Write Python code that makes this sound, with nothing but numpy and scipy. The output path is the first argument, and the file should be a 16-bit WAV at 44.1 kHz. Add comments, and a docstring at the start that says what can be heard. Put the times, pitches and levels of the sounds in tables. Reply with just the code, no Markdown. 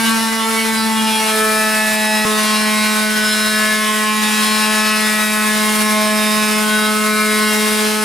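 """Sanding a wall

A detail sander is pushed in slow strokes over dried filler on an indoor wall, about a metre away.
Its pad circles some 215 times a second: it hums, the housing rattles in step, grit hisses twice a turn
and the motor whistles. Held lightly it skitters, then slows as it is pressed down. Single overtones ring
out, and fade as the tool moves through the room's standing waves; once the sound jumps abruptly."""
import sys
import numpy as np
from scipy import signal
from scipy.fft import rfft, irfft
from scipy.io import wavfile

SR = 44100
rng = np.random.default_rng(int(sys.argv[2]) if len(sys.argv) > 2 else 0)


def log_audio(samples):
    """Write samples as a 16-bit WAV file to the path given in sys.argv[1]."""
    # one column per channel
    frames = np.atleast_2d(samples).T
    # limit to full scale, then quantise
    limited = np.clip(frames, -1, 1)
    pcm = np.round(limited * 32767).astype(np.int16)
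    wavfile.write(sys.argv[1], SR, pcm)


N = 354563
TIME = np.arange(N) / SR
SIDES = np.array([[1], [-1]])  # left is mid plus side, right is mid minus side

# the motor slows as the hands lean on it: (time [s], turn rate [Hz])
TURN_RATE = [(0.05, 225.4), (0.49, 222.8), (0.56, 223), (1.28, 218.1), (2.39, 214.3), (3.43, 214.4),
             (3.69, 214.8), (3.89, 214.6), (4.4, 214.2), (4.49, 214.9), (5.04, 215.0), (5.13, 214.1),
             (6.01, 213.7), (7.98, 213.9)]
# tone colour of the drumming wall: (frequency [Hz], relative level [dB])
DRUM_COLOUR = [(25, -35), (70, -11.5), (150, 0.5), (300, -0.5), (500, -20), (1000, -67), (4000, -60)]
# tone colour of the scraping pad: (frequency [Hz], relative level [dB])
SCRAPE_COLOUR = [(100, -30), (350, -15), (540, -6.5), (950, 0), (2250, 0), (3500, -2.5), (5200, -3.5),
                 (6500, -6), (9000, -18), (16000, -40)]
# tone colour of the hissing grit: (frequency [Hz], relative level [dB])
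GRIT_COLOUR = [(2000, -10), (5000, -7), (6600, -8), (8500, 0), (10300, 0), (12000, -3), (14000, -9.5),
               (16000, -17)]
# the paper on the filler: (time [s], base level of the grit [dB], relative bite of the pad [dB])
PAPER_CONTACT = [(0.0, -27.5, -26), (0.09, -25, -22.5), (0.42, -30, -26.5), (0.58, -26.5, -26.5),
                 (0.92, -29, -29.5), (1.3, -24.5, -20.5), (1.34, -24.5, -29.5), (1.95, -25, -28.5),
                 (2.01, -26.5, -30), (2.53, -27.5, -21.5), (2.69, -27, -25), (3.0, -25, -24.5),
                 (3.07, -28, -27.5), (3.52, -25, -24.5), (4.12, -28, -28), (4.28, -25.5, -21.5),
                 (4.95, -26.5, -24.5), (5.37, -24.5, -30.5), (5.55, -26, -26), (5.73, -23.5, -27.5),
                 (6.11, -27, -27), (6.2, -25.5, -26.5), (7.03, -26, -29), (7.79, -23.5, -26),
                 (7.86, -27.5, -25.5), (8.04, -26, -30.5)]
# stereo width of the noises: (frequency [Hz], side minus mid [dB])
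NOISE_WIDTH = [(40, -19), (300, 1), (1200, 1), (4000, -6.5), (6000, -6.5), (8500, -10.5), (12000, -45)]
# the motor's whistle: (time [s], base level [dB])
WHISTLE_LEVEL = [(0.05, -37), (0.65, -40), (1.71, -34), (1.97, -37), (2.19, -29), (2.44, -45), (2.54, -30),
                 (3.08, -40), (3.27, -25), (4.14, -42), (4.51, -29), (5.08, -32), (5.17, -42),
                 (6.54, -28.5), (6.65, -40), (7.65, -33), (7.69, -42), (7.98, -32)]
# the unbalanced pad's hum: (time [s], base level [dB])
HUM_LEVEL = [(0.0, -20), (0.09, -18.5), (0.42, -24), (1.03, -18.5), (1.21, -25), (1.25, -25.5),
             (2.84, -20.5), (3.07, -22), (4.07, -24), (4.19, -21), (5.26, -22.5), (5.66, -20),
             (7.86, -21.5), (8.04, -23)]
# the housing's rattle; harmonic k is a tone at k times the turn rate: (harmonic, base level [dB])
RATTLE_COLOUR = [(2, -33.5), (3, -31.5), (4, -31), (5, -25.5), (6, -30), (7, -31.5), (8, -30.5), (9, -32),
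                 (10, -34), (11, -32), (12, -36.5), (13, -35.5), (14, -39), (15, -36.5), (16, -39.5),
                 (17, -38), (18, -34.5), (19, -37.5), (21, -41.5), (23, -39.5), (25, -40.5), (28, -45),
                 (31, -47), (33, -44), (38, -46.5), (44, -42.5), (50, -49), (56, -76)]
# how a light hold changes the rattle: (harmonic, change [dB])
LIGHT_HOLD_COLOUR = [(2, -1), (3, -6.5), (4, -0.5), (5, -3), (8, -5.5), (10, 3), (11, -5.5), (13, 0),
                     (18, -2.5), (22, -3)]
# the housing rings out or falls quiet on one tone: (time [s], harmonic, half length [s], change [dB])
HOUSING_RINGS = [(0.062, 7, 0.1, 11), (0.205, 4, 0.19, 7), (0.58, 2, 0.22, 7.5), (0.977, 4, .3, 9),
                 (1.2, 48, 1.2, 3), (1.405, 2, 0.21, 9.5), (1.5, 6, 0.26, 7), (1.6, 3, 0.55, 5.5),
                 (1.82, 8, 0.49, 9), (1.85, 5, 0.95, -13), (2.042, 6, 0.12, -15.5), (2.042, 12, 0.55, 12),
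                 (2.1, 4, 0.56, 7.5), (2.22, 9, 0.25, 8), (2.28, 2, 0.14, 8.5), (2.773, 10, 0.077, 11),
                 (3.15, 5, 0.19, -7), (3.24, 7, .5, 9), (3.5, 4, .45, -13), (3.64, 8, .17, 6.5),
                 (3.758, 10, .12, 8), (4.104, 5, 0.096, 4.5), (4.276, 3, 0.22, -14), (4.71, 8, 0.43, 6.5),
                 (4.95, 12, 0.62, 7), (5.1, 9, 0.62, 5), (5.8, 10, .65, 8.5), (5.797, 2, 0.72, 2.5),
                 (5.789, 48, .09, 8), (6.11, 3, 0.22, 7.5), (6.36, 12, .3, 8), (6.74, 7, 0.096, 7.5),
                 (7.13, 6, 0.29, 7), (7.25, 4, 0.19, -18), (7.296, 7, 0.47, 8.5), (7.3, 10, 0.4, 11),
                 (7.4, 9, 0.19, 8), (7.563, 2, 1.1, 9), (7.9, 5, .45, -9)]
# where each tone sits in stereo: (harmonic, side minus mid [dB], phase lead of the side [rad])
TONE_PLACE = [(1, -9, 1.48), (2, -5.5, 1.57), (3, -9.5, 3.9), (4, -8, 1.75), (5, -7, 1.06), (8, -8.5, 1.23),
              (16, -13.5, 1.7), (24, -13.5, 0.91), (49.3, -44, 1.4)]

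PRESS_S, GRIP_S = 1.296, .06  # when the hands press down, and half the time that takes
JUMP_S = 2.252  # when the sound jumps
BARS = 24  # contact bars on the spinning part of the motor


def undb(db):
    """Turn decibels into a gain."""
    return 10 ** (np.asarray(db) / 20)


def curves(table):
    """Draw straight lines through a table over time, one curve for each value column."""
    times, *columns = np.transpose(table)
    return [np.interp(TIME, times, column) for column in columns]


def colour_gain(points, hz):
    """Look up the gain of a tone colour at the given frequencies."""
    known_hz, db = np.transpose(points)
    return undb(np.interp(np.log(np.maximum(hz, 1)), np.log(known_hz), db))


def wobble(rate):
    """A smooth random curve of typical size 1; a higher rate makes it wobble faster."""
    frames = 4096
    hz = np.arange(frames // 2 + 1) * SR / N
    slow = irfft(rfft(rng.standard_normal(frames)) / (1 + (hz / rate) ** 4))
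    return np.interp(np.arange(N), np.linspace(0, N, frames), slow / slow.std())


def rubbing(points, envelope, bounce=0.):
    """Coloured stereo noise; a bounce off hands and wall sweeps shallow dips through its spectrum."""
    hz = np.arange(N // 2 + 1) * SR / N
    colour = colour_gain(points, hz)
    direct = envelope / np.sqrt(np.mean(envelope ** 2)) * rng.standard_normal(N)
    lag_s = 0.00062 + 0.00025 * wobble(3.1)
    echo = bounce * np.interp(TIME - lag_s, TIME, direct)
    mid = irfft(rfft(direct + echo) * colour, N)
    side = irfft(rfft(rng.standard_normal(N)) * colour * colour_gain(NOISE_WIDTH, hz), N)
    return (mid + SIDES * side) / mid.std()


def stereo_tone(k, angle, swell_db=0, wander=0):
    """Harmonic k in stereo; a quiet spot in the room empties the mid more than the side."""
    harmonics, sides_db, leads = np.transpose(TONE_PLACE)
    mid = undb(swell_db) * np.cos(angle)
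    side_gain = undb(np.interp(k, harmonics, sides_db) + swell_db / 2)
    side = side_gain * np.cos(angle + np.interp(k, harmonics, leads) + wander)
    return np.sqrt(2) * (mid + SIDES * side)


def standing_waves(k, steady=1, tool_m_s=0.23, sound_m_s=343):
    """Echoes change harmonic k's level (dB) and phase about once per wavelength the tool travels."""
    rate = tool_m_s * k * TURN_RATE[-1][1] / sound_m_s
    share = 0.5 * min(k / 9.7, 1) / steady  # low tones have waves too long to cross fully
    echoes = share * (wobble(rate) + 1j * wobble(rate)) / np.sqrt(2)
    field = (1 + echoes) / np.hypot(1, share)
    return 20 * np.log10(np.abs(field) + 1e-9), np.angle(field)


def housing_ring(k):
    """Rise and fall in dB of harmonic k as the housing rings; no ring lasts across the jump."""
    return sum(db * np.exp(-((TIME - at_s) / half_s) ** 2) * ((TIME > JUMP_S) == (at_s > JUMP_S))
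               for at_s, harmonic, half_s, db in HOUSING_RINGS if round(harmonic) == k)


def wall_drumming(hum_db, base_db=-46.5):
    """The shaken wall rumbles, rising and falling with the hum."""
    return rubbing(DRUM_COLOUR, undb(2 * wobble(28))) * undb(base_db + hum_db - hum_db.mean())


def motor_whistle(turn, trim_db=-0.5, octave_db=-38, flicker_db=1.7):
    """The motor's contact bars each pass the brushes once a turn: a thin whistle and its octave."""
    angle = BARS * turn + 0.23 * wobble(24)
    whistle_db, = curves(WHISTLE_LEVEL)
    room_db, shift = standing_waves(2 * BARS)
    gain = undb(whistle_db + trim_db + flicker_db * wobble(11))
    whistle = gain * stereo_tone(BARS, angle, wander=wobble(0.9))
    octave_gain = undb(octave_db + flicker_db * wobble(11))
    octave = stereo_tone(2 * BARS, 2 * angle + shift, housing_ring(2 * BARS) + room_db, wobble(1))
    return whistle + octave_gain * octave


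def sandpaper(turn, grit_db, bite_db, scrape_base_db=-27):
    """The paper hisses and scrapes, dragging hardest on the forward and backward half of each turn."""
    drag = np.exp(0.35 * np.cos(turn + wobble(1.6)) + 0.31 * np.cos(2 * (turn + wobble(2.0))))
    catch = wobble(20)  # ridges in the filler catch the paper
    hiss = rubbing(GRIT_COLOUR, np.sqrt(drag)) * undb(grit_db + 0.38 + 0.9 * catch)
    scrape_db = scrape_base_db + 0.42 * (bite_db + grit_db - grit_db.mean())
    scrape = rubbing(SCRAPE_COLOUR, drag, bounce=0.091) * undb(scrape_db + 1.5 * catch)
    return hiss + scrape


def pad_hum(turn, hum_db, tremble_db=0.57):
    """The unbalanced pad shakes tool and wall once a turn."""
    return stereo_tone(1, turn) * undb(hum_db + tremble_db * wobble(21))


def housing_rattle(turn, bite_db, skitter_db=6, skitter_hz=12):
    """The pad knocks once a turn; each harmonic fades and shifts on its own, fast when the pad skitters."""
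    light = .5 - .5 * np.tanh((TIME - PRESS_S) / GRIP_S)  # 1 held lightly, 0 pressed down
    skitter = 0.31 + 0.28 * light  # a pressed pad runs more evenly
    # knocks come early or late as the paper catches, which blurs the high harmonics
    turn = turn + 0.0083 * wobble(27)
    out = np.zeros((2, N))
    for k in range(2, round(RATTLE_COLOUR[-1][0]) + 1):
        if k % BARS == 0:
            continue  # the whistle plays these
        ring_db = housing_ring(k)
        steady = undb(0.62 * np.maximum(ring_db, 0))  # a ringing tone wavers less
        shake = skitter * min(k / 5, 1) / steady  # short waves feel the movement most
        high = np.clip((k - 10) / 5, 0, 1)  # high harmonics follow the bite and fade more deeply
        db = np.interp(k, *np.transpose(RATTLE_COLOUR)) + high * 0.64 * bite_db
        db += light * np.interp(k, *np.transpose(LIGHT_HOLD_COLOUR))
        db += (1.12 + 0.73 * high) * wobble(5.4)
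        db += skitter_db * shake * wobble(skitter_hz)
        room_db, shift = standing_waves(k, steady)
        angle = k * turn + rng.uniform(0, 2 * np.pi) + shift
        angle += 0.52 * wobble(1.21) + 0.74 * shake * wobble(skitter_hz)
        out += undb(db) * stereo_tone(k, angle, ring_db + room_db, wander=0.95 * wobble(0.92))
    return out


def scene():
    """One circling pad drives the hum, rattle, whistle and sanding, with the wall drumming underneath."""
    turn_hz, = curves(TURN_RATE)
    hum_db, = curves(HUM_LEVEL)
    grit_db, bite_db = curves(PAPER_CONTACT)
    bite_db = bite_db - bite_db.mean()
    # the pad's angle; at the jump the sound skips part of a turn, heard as a soft bump
    turn = 2 * np.pi * (np.cumsum(turn_hz) / SR - .4 * (TIME > JUMP_S))
    tool = pad_hum(turn, hum_db) + housing_rattle(turn, bite_db) + motor_whistle(turn)
    return tool + sandpaper(turn, grit_db, bite_db) + wall_drumming(hum_db)


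def record(dry):
    """Cut away the highest treble."""
    top_hz = 15700
    return signal.sosfilt(signal.ellip(10, .2, 80, top_hz, fs=SR, output="sos"), dry)


dry = scene()
out = record(dry)
log_audio(out)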